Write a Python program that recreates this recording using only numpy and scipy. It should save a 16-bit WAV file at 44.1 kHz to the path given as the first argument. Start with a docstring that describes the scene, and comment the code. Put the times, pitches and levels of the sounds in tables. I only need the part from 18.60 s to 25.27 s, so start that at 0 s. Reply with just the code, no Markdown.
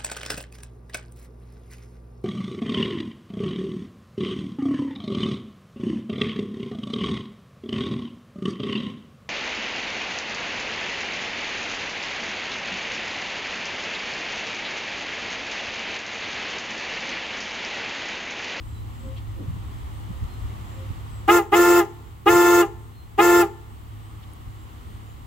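"""A tree-lined parking lot outdoors: an idling car sounds two electric trumpet horns, a major third apart.
Close by: one blip, then three short honks. Summed partials scoop up with a bright bark, buzz and sag;
shaped noise adds rasp and sizzle, and echoes with a decaying tail carry the horns over the lot.
Behind, a dying noise breeze bumps the microphone, the engine hums, and distant traffic, hoots and chirps lie.
The horns make the phone turn its gain down, and the background only creeps back."""
import sys
import numpy as np
from scipy import signal
from scipy.fft import rfft, irfft, next_fast_len
from scipy.io import wavfile
from scipy.ndimage import uniform_filter1d, map_coordinates

SR = 44100
rng = np.random.default_rng(int(sys.argv[2]) if len(sys.argv) > 2 else 0)


def pcm_store(signal):
    """Save signal as 16-bit PCM."""
    levels = np.round(np.clip(np.atleast_2d(signal), -1, 1) * 32767)
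    wavfile.write(sys.argv[1], SR, levels.astype(np.int16).T)


N = 294033
T = np.arange(N) / SR  # t/s

# Spectra below give only the colour of a noise; its loudness is set where it is used.
# horn button: (press t/s, release t/s, honk gain level/dB, extra gain of the contact noise level/dB)
HONKS = [(2.677, 2.777, 6.5, 1), (2.918, 3.195, 6.5, 0.5), (3.658, 4.011, 7, -0.5),
         (4.578, 4.815, 6.5, -0.5)]
LOW_HZ, HIGH_HZ = 348.4, 440.25  # nominal horn pitches
# partials of each horn, before build-up, fade and honk gain:
# (multiple of the pitch, full-swing level/dB, starting or stopping level/dB, left-right level/dB)
LOW_PARTIALS = [(1, -17.5, -21.5, -1), (2, -31, -33, 2), (3, -31, -35, 4), (4, -26.5, -33, -3.5),
                (5, -43.5, -27, -1), (6, -38, -23, -4), (7, -74, -51, 11), (8, -73, -45, -1),
                (9, -62, -49.5, -10), (10, -59.5, -48, -2), (11, -58, -50, 3)]
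HIGH_PARTIALS = [(1, -32, -26.5, -2), (2, -31.5, -21.5, 1.5), (3, -37.5, -23, -0.5), (4, -33, -30.5, 5),
                 (5, -45, -30, 4), (6, -43, -33.5, 9), (7, -56, -36, 5), (8, -50.5, -45, -9),
                 (9, -68, -43, -10.5), (10, -59.5, -58, -16), (11, -55.5, -57, 14), (12, -55.5, -55, 23.5),
                 (13, -56, -60, 3), (14, -49.5, -63, 16), (15, -47, -62, 14), (16, -44.5, -63, 2),
                 (17, -43.5, -53, 3), (18, -48.5, -63, -4.5)]
# the high horn's thin top partials: same columns
HIGH_OVERTONES = [(26.9, -51, -60, 6), (29, -55, -54, 2), (30, -65, -51, 3), (31, -52, -60, 5),
                  (32, -54, -62, 7), (33, -50, -66, 10), (34, -48.5, -55, 13), (35, -54, -56, 8)]
# the low diaphragm's uneven swing on alternate cycles: same columns
LOW_HALFTONES = [(.5, -53.5, -46, -1), (1.5, -40.5, -53, 6), (3.5, -52.5, -49, -11)]
# resonances of the trumpet bells: (centre f/Hz, width f/Hz, level/dB)
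BELL_RESONANCES = [(395, 22, -7), (805, 100, -5), (1255, 70, -3), (2870, 160, 3), (3300, 200, -2)]
# phase between the two microphone ports: (f/Hz, lead of the left port/rad)
PORT_LEAD = [(350, -.38), (440, -.35), (700, 1.1), (880, .9), (1100, .1), (1400, .3), (2600, .8),
             (7000, -.4), (15000, -.6)]
# spectrum of the rasp of diaphragms and contacts: (f/Hz, relative level/dB per Hz)
RASP_SPECTRUM = [(150, -9.5), (300, -1.5), (450, 4.5), (620, -8.5), (820, 3), (1050, -2.5), (1280, 5.5),
                 (1550, -10.5), (1850, -0.5), (2350, -9.5), (2750, -6), (4000, -19), (6000, -38)]
# spectrum of the contact sizzle: (f/Hz, relative level/dB per Hz)
SIZZLE_SPECTRUM = [(2500, -30), (3400, -7), (4300, -8.5), (5200, -8), (6000, -7.5), (7300, -3), (8300, -8),
                   (9700, -9), (12000, -6.5), (14500, -3.5), (15700, -5.5)]
# balance of the sizzle: (f/Hz, left-right level/dB)
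SIZZLE_BALANCE = [(4000, 2.5), (8000, 0), (11000, 0.5), (14000, 4.5)]
# slaps from hedge, trees and buildings: (delay t/s, level/dB, left-right level/dB)
SLAPS = [(.058, -13.5, 3), (0.114, -24, -2), (.195, -31, -2), (.28, -35.5, 6)]
# colour of those slaps: (f/Hz, level/dB)
SLAP_COLOUR = [(340, -9.5), (440, 2), (690, -14.5), (880, 0), (1050, -8), (1390, -17), (1760, -15.5),
               (3000, -21), (7000, -10), (12000, -23)]
# decay of the lot's tail: (f/Hz, time to fall 60 dB t/s)
LOT_DECAY = [(200, 0.41), (900, 0.7), (2000, 0.73), (6000, 0.3), (14000, 0.22)]
IDLE_HZ = 35.1  # engine firing rate
# engine hum: (multiple of the firing rate, mean level/dB)
IDLE_PARTIALS = [(1, -56), (2, -45.5), (3, -40.5), (4, -53.5), (5, -63), (6, -67), (7, -60), (9, -59.5)]
# spectrum of the breeze on the microphone: (f/Hz, relative level/dB per Hz)
WIND_SPECTRUM = [(12, -46), (20, -11), (55, 6.5), (97, 2.5), (115, 2), (136, -13.5), (317, -22), (395, -25),
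                 (450, -50), (580, -63), (990, -120)]
# likeness of the wind at the two ports: (f/Hz, left-right correlation)
WIND_LIKENESS = [(30, 0.1), (100, 0.54), (400, 0.083)]
BREEZE_DB, LULL_DB = -36.5, -40  # mean wind level at first, and once it has dropped
LULL_AT_S, LULL_TAKES_S = 2.03, 0.68  # start and length of the drop
GUST_DB, GUST_KNOTS_PER_S = 1.5, 8.3  # depth and pace of the random gusts
# puffs of wind on the microphone: (t/s, half-length t/s, level/dB, centre f/Hz)
PUFFS = [(0.466, 0.044, -41, 222), (0.82, 0.045, -37, 277), (0.896, 0.02, -25, 108),
         (0.957, 0.03, -32.5, 127), (1.508, 0.015, -30.5, 147), (1.638, 0.019, -23, 69.6),
         (1.843, 0.029, -26, 64), (2.314, 0.014, -26, 97), (3.75, 0.042, -26.5, 97),
         (5.882, 0.034, -30.5, 73.12)]
# spectrum of the distant traffic: (f/Hz, relative level/dB per Hz)
TRAFFIC_SPECTRUM = [(110, -18), (180, -3), (327, -6.5), (618, -15), (788, -8), (1150, -7), (1570, -19),
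                    (1970, -16), (2510, -21.5), (2970, -17.5), (5510, -30.5), (7860, -27.5), (8960, -35),
                    (12500, -34.5), (15700, -40)]
TRAFFIC_DB, TRAFFIC_DRIFT_DB = -47, 0.95  # mean level and depth of its drift
# likeness of the outdoor noise, ticks and hiss: (f/Hz, left-right correlation)
LIKENESS = [(60, 0.92), (150, 0.99), (380, 0.3), (950, -0.58), (2380, 0.35), (5980, 0.15), (15000, 1)]
# dove-like notes: (t/s, peak level/dB)
HOOTS = [(0.491, -43), (0.815, -52.5), (1.54, -56), (2.212, -46)]
HOOT_HZ, HOOT_S, HOOT_GLIDE = 530, 0.059, -.01  # pitch, half-length, pitch share gained across the note
# nearest small birds: (t/s, pitch f/Hz, peak level/dB)
NEAR_CHIRPS = [(.18, 3980, -59), (1.73, 4120, -60), (2.57, 7800, -57.5), (4.4, 4170, -55.5)]
CHIRP_S, CHIRP_GLIDE = 0.054, -0.011  # half-length, pitch share gained across the note
FAR_CHIRP_HZ, FAR_CHIRP_SPREAD, FAR_CHIRP_DB = 7900, .1, -63.5  # mid pitch, its spread share, peak level
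# faint dry ticks: (t/s, half-length t/s, level/dB, centre f/Hz)
TICKS = [(.58, 0.017, -47.5, 3100), (5.635, 0.011, -49, 3250), (5.736, 0.0013, -44, 10900)]
CEILING_DB, GRIP, RECOVER_DB_PER_S = -13.5, 0.8, 0.97  # threshold, share of excess removed, recovery
SENSE_S, CLAMP_S = 0.048, 0.0073  # level window and reaction time of the gain control
HISS_DB, TOP_HZ = -63, 15800  # the phone's own noise and its band limit
# spectrum of that noise: (f/Hz, relative level/dB per Hz)
HISS_SPECTRUM = [(1000, 0), (5000, -15), (8000, 3), (10000, -2.5), (15700, 4.5)]


def horns():
    """Both trumpets through their bells, with the rasp and sizzle of diaphragms and contacts."""
    low = horn(LOW_PARTIALS + LOW_HALFTONES, LOW_HZ, scoop=.06, sag=.04, settle_s=.04, rise_s=0.019,
               stop_s=0.0408, fade_db_per_s=492, ring_s=0.03, jitter=0.003, rough=0.15, pull=0.0029)
    high = horn(HIGH_PARTIALS + HIGH_OVERTONES, HIGH_HZ, scoop=.115, sag=.085, settle_s=.048, rise_s=0.011,
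                stop_s=.022, fade_db_per_s=481, ring_s=0.024, jitter=0.00325, rough=0.21, pull=0.0015)
    # half the lead goes to each port, in opposite directions
    ports = lambda hz: np.exp(np.array([[.5j], [-.5j]]) * along(PORT_LEAD, hz))
    tones = filtered(low + high, lambda hz: bell(hz) * ports(hz))
    _, _, gain, contact_gain = button()
    return tones + gain * contact_gain * (rasp() + sizzle())


def horn(partials, pitch_hz, scoop, sag, settle_s, rise_s, stop_s, fade_db_per_s, ring_s, jitter, rough, pull):
    """A buzzing diaphragm on a coiled trumpet: flat and of another timbre until it reaches full swing."""
    held, free, gain, _ = button()
    stopping = ease(free / stop_s)
    swing = ease((held - settle_s / 2) / (0.59 * settle_s)) * (1 - stopping)
    flat = scoop * np.clip(1 - held / settle_s, 0, 1) + sag * stopping
    # the horns pull on each other at the beat of their nearly shared partial
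    beat = np.sin(2 * np.pi * (4 * HIGH_HZ - 5 * LOW_HZ) * T)
    pitch = pitch_hz * (1 - flat + pull * beat + jitter * wobble(600) + 0.00044 * wobble(12))
    phase = 2 * np.pi * np.cumsum(pitch) / SR

    out = np.zeros((2, N))
    live = (held > -.005) & (free < .25)
    held, free, swing, phase, stopping = held[live], free[live], swing[live], phase[live], stopping[live]
    # the diaphragm coasts for a moment before its swing collapses
    dying = np.hypot(free, ring_s) - ring_s
    for k, full_db, loose_db, pan_db in partials:
        # upper partials build up later, die sooner and flutter more
        build = ease((held + 0.0031) / (rise_s * k ** 0.51)) ** 2
        timbre_db = loose_db + (full_db - loose_db) * swing
        fade_db = fade_db_per_s * dying * k ** .5 + 3.5 * np.log(k) * stopping
        flutter = 1 + rough * k ** 0.38 * wobble(60)[live]
        tone = np.sqrt(2) * np.sin(k * phase + rng.uniform(0, 2 * np.pi))
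        out[:, live] += panned(pan_db) * amp(timbre_db - fade_db) * build * flutter * tone
    return out * gain


def button():
    """Time since the press, time since its release, and the gains of that honk and its contact noise."""
    on, off, db, contact_db = np.transpose(HONKS)
    # each honk takes over 10 ms ahead of its press
    i = np.maximum(np.searchsorted(on, T + .01) - 1, 0)
    return T - on[i], np.maximum(T - off[i], 0), amp(db[i]), amp(contact_db[i])


def bell(hz):
    """Response of the trumpet bells: a direct path plus fixed resonances, swept by the gliding partials."""
    return 1 + sum(amp(db) * 1j * hz * width / (centre ** 2 - hz ** 2 + 1j * hz * width)
                   for centre, width, db in BELL_RESONANCES)


def rasp():
    """Coarse noise of diaphragms and contacts, which chatter harder as they first strike."""
    held, free, _, _ = button()
    chatter_db = 4 * np.exp(-((held - .02) / 0.052) ** 2)
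    level = amp(-30 + chatter_db - 340 * free) * ease((held + .003) / .017)
    return level * rush(RASP_SPECTRUM, [(500, 0.77), (3000, 0.53)])


def sizzle():
    """Treble contact noise that pulses with each high-horn cycle and shakes with the idling engine."""
    held, free, _, _ = button()
    cycle = 0.33 * np.sin(2 * np.pi * HIGH_HZ * T)
    shake = 0.043 * np.sin(2 * np.pi * IDLE_HZ * T)
    bursts = unit(1 + cycle + shake) * amp(0.43 * wobble(29.9))
    noise = bursts * rush(SIZZLE_SPECTRUM, [(4000, 0.08), (14000, 0.2)])
    level = amp(-31.0 - 490 * free) * np.clip((held + 0.0037) / 0.055, 0, 1)
    return level * filtered(noise, lambda hz: panned(along(SIZZLE_BALANCE, hz)))


def slaps(x):
    """Separate, coloured echoes: delayed copies from things around the lot."""
    echoes = lambda hz: sum(amp(db) * panned(pan_db) * np.exp(-2j * np.pi * hz * s) for s, db, pan_db in SLAPS)
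    return filtered(x, lambda hz: amp(along(SLAP_COLOUR, hz)) * echoes(hz))


def lot(x, near_db, far_db):
    """Decaying noise echoes: dense ones from ground and kerb, a faint tail from trees and buildings."""
    hz, t, z = signal.stft(rng.standard_normal((2, SR)), SR, nperseg=256)
    decay = amp(-60 * t / along(LOT_DECAY, hz)[:, None])
    far = signal.istft(z * decay, SR, nperseg=256)[1]
    # the near echoes fall 60 dB in 0.3 s at every frequency
    near = rng.standard_normal(far.shape) * amp(-60 * np.arange(far.shape[1]) / SR / 0.3)
    echo = amp(near_db) * near / np.linalg.norm(near[0]) + amp(far_db) * far / np.linalg.norm(far[0])
    delayed = np.pad(x, ((0, 0), (SR // 100, 0)))  # 10 ms
    return signal.fftconvolve(delayed, echo, axes=1)[:, :N]


def idle():
    """The engine hums on a few multiples of its firing rate, slightly unsteady."""
    phase = 2 * np.pi * np.cumsum(IDLE_HZ * (1 + 0.0087 * wobble(3.1))) / SR
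    hum = np.zeros((2, N))
    for k, db in IDLE_PARTIALS:
        # the left port leads by 0.9 rad
        ports = rng.uniform(0, 2 * np.pi) + np.array([[.45], [-.45]])
        hum += np.sqrt(2) * amp(db + 2.37 * wobble(8)) * np.sin(k * phase + ports)
    return hum


def breeze():
    """Gusty low noise of wind on the microphone, dropping to a lull."""
    mean_db = BREEZE_DB + (LULL_DB - BREEZE_DB) * ease((T - LULL_AT_S) / LULL_TAKES_S)
    return amp(mean_db + GUST_DB * wobble(GUST_KNOTS_PER_S)) * rush(WIND_SPECTRUM, WIND_LIKENESS)


def puffs():
    """Each eddy gives the microphone ports a short, dull bump of noise."""
    colour = lambda hz: [(hz / 4, -20), (hz, 0), (hz * 2, -17), (hz * 10, -70)]
    return sum(amp(db) * burst(s, length, colour(hz), WIND_LIKENESS) for s, length, db, hz in PUFFS)


def traffic():
    """The even wash of distant traffic: coloured noise with a slow drift in level."""
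    return amp(TRAFFIC_DB + TRAFFIC_DRIFT_DB * wobble(2.7)) * rush(TRAFFIC_SPECTRUM, LIKENESS)


def hoots():
    """Soft, slightly falling dove-like notes, always at one pitch."""
    return sum(amp(db) * call(s, HOOT_S, HOOT_HZ, HOOT_GLIDE) for s, db in HOOTS)


def chirps(count=18):
    """Thin chirps: a few near ones, and fainter ones scattered at random in the trees."""
    far = [(u * N / SR, FAR_CHIRP_HZ * (1 + FAR_CHIRP_SPREAD * (2 * v - 1)), FAR_CHIRP_DB)
           for u, v in rng.random((count, 2))]
    return sum(amp(db) * call(s, CHIRP_S, hz, CHIRP_GLIDE) for s, hz, db in list(NEAR_CHIRPS) + far)


def call(s, length, hz, glide):
    """One bird note: a wavering, gliding tone that swells and fades."""
    u = np.clip((T - s) / length, -4, 4)
    pitch = hz * (1 + glide * u / 2 + .011 * wobble(170))
    return np.exp(-u ** 2) * np.sin(2 * np.pi * np.cumsum(pitch) / SR)


def ticks():
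    """Brief, faint crackles: short bursts of band-shaped noise."""
    colour = lambda hz: [(hz / 4, -45), (hz, 0), (hz * 2, -25), (hz * 4, -40)]
    return sum(amp(db) * burst(s, length, colour(hz), LIKENESS) for s, length, db, hz in TICKS)


def burst(s, length, spectrum, alike):
    """A bell-shaped swell of noise, near rms 1 at its height."""
    swell = rush(spectrum, alike) * np.exp(-((T - s) / length) ** 2)
    return swell / np.sqrt(np.sum(swell ** 2) / (2 * length * SR))


def rush(spectrum, alike):
    """Stereo noise of rms 1 with a given colour and left-right likeness, mixed from mid and side."""
    def response(hz):
        turn = np.arccos(np.clip(along(alike, hz), -1, 1)) / 2
        return amp(along(spectrum, hz)) * [np.cos(turn), np.sin(turn)]
    mid, side = filtered(rng.standard_normal((2, N)), response)
    return unit(np.array([mid + side, mid - side]))


def filtered(x, response):
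    """x times a response of frequency, padded so that the end does not wrap round."""
    m = next_fast_len(N + SR // 2)
    return irfft(rfft(x, m) * response(np.fft.rfftfreq(m, 1 / SR)), m)[..., :N]


def wobble(rate):
    """A smooth random curve, rate knots a second."""
    return map_coordinates(rng.standard_normal(int(N * rate / SR) + 4), [T * rate], order=2)


def ease(u):
    """A smooth step from 0 to 1."""
    return np.sin(np.pi / 2 * np.clip(u, 0, 1)) ** 2


def along(points, hz):
    """(f/Hz, value) points read on a log frequency axis."""
    f, v = np.transpose(points)
    return np.interp(np.log(hz + 1), np.log(f + 1), v)


def panned(balance_db):
    """Left and right gains for a level difference."""
    return amp(np.array([[.5], [-.5]]) * balance_db)


def amp(db):
    """Decibels to gain."""
    return 10 ** (np.asarray(db) / 20)


def unit(x):
    """Scale to rms 1."""
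    return x / np.sqrt(np.mean(x ** 2) + 1e-20)


def gain_control(x):
    """Turns loud sound down within milliseconds and recovers slowly."""
    power = np.abs(uniform_filter1d(np.mean(x ** 2, axis=0), int(SENSE_S * SR)))
    excess_db = np.maximum(10 * np.log10(power + 1e-12) - CEILING_DB, 0)
    # hold the deepest cut so far, less what has recovered since
    recovery_db = RECOVER_DB_PER_S * T
    cut_db = np.maximum.accumulate(GRIP * excess_db + recovery_db) - recovery_db
    keep = np.exp(-1 / (CLAMP_S * SR))
    return x * amp(-signal.lfilter([1 - keep], [1, -keep], cut_db))


def scene():
    """The car in its lot, with the outdoors around it."""
    honks = horns()
    space = slaps(honks) + lot(honks, near_db=-23, far_db=-31)
    outdoors = breeze() + puffs() + traffic() + hoots() + chirps() + ticks()
    return honks + space + idle() + outdoors


def record(dry):
    """The phone rides its gain, adds a faint hiss and keeps nothing above its band limit."""
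    hiss = amp(HISS_DB) * rush(HISS_SPECTRUM, LIKENESS)
    return filtered(gain_control(dry) + hiss, lambda hz: hz < TOP_HZ)


dry = scene()
out = record(dry)
pcm_store(out)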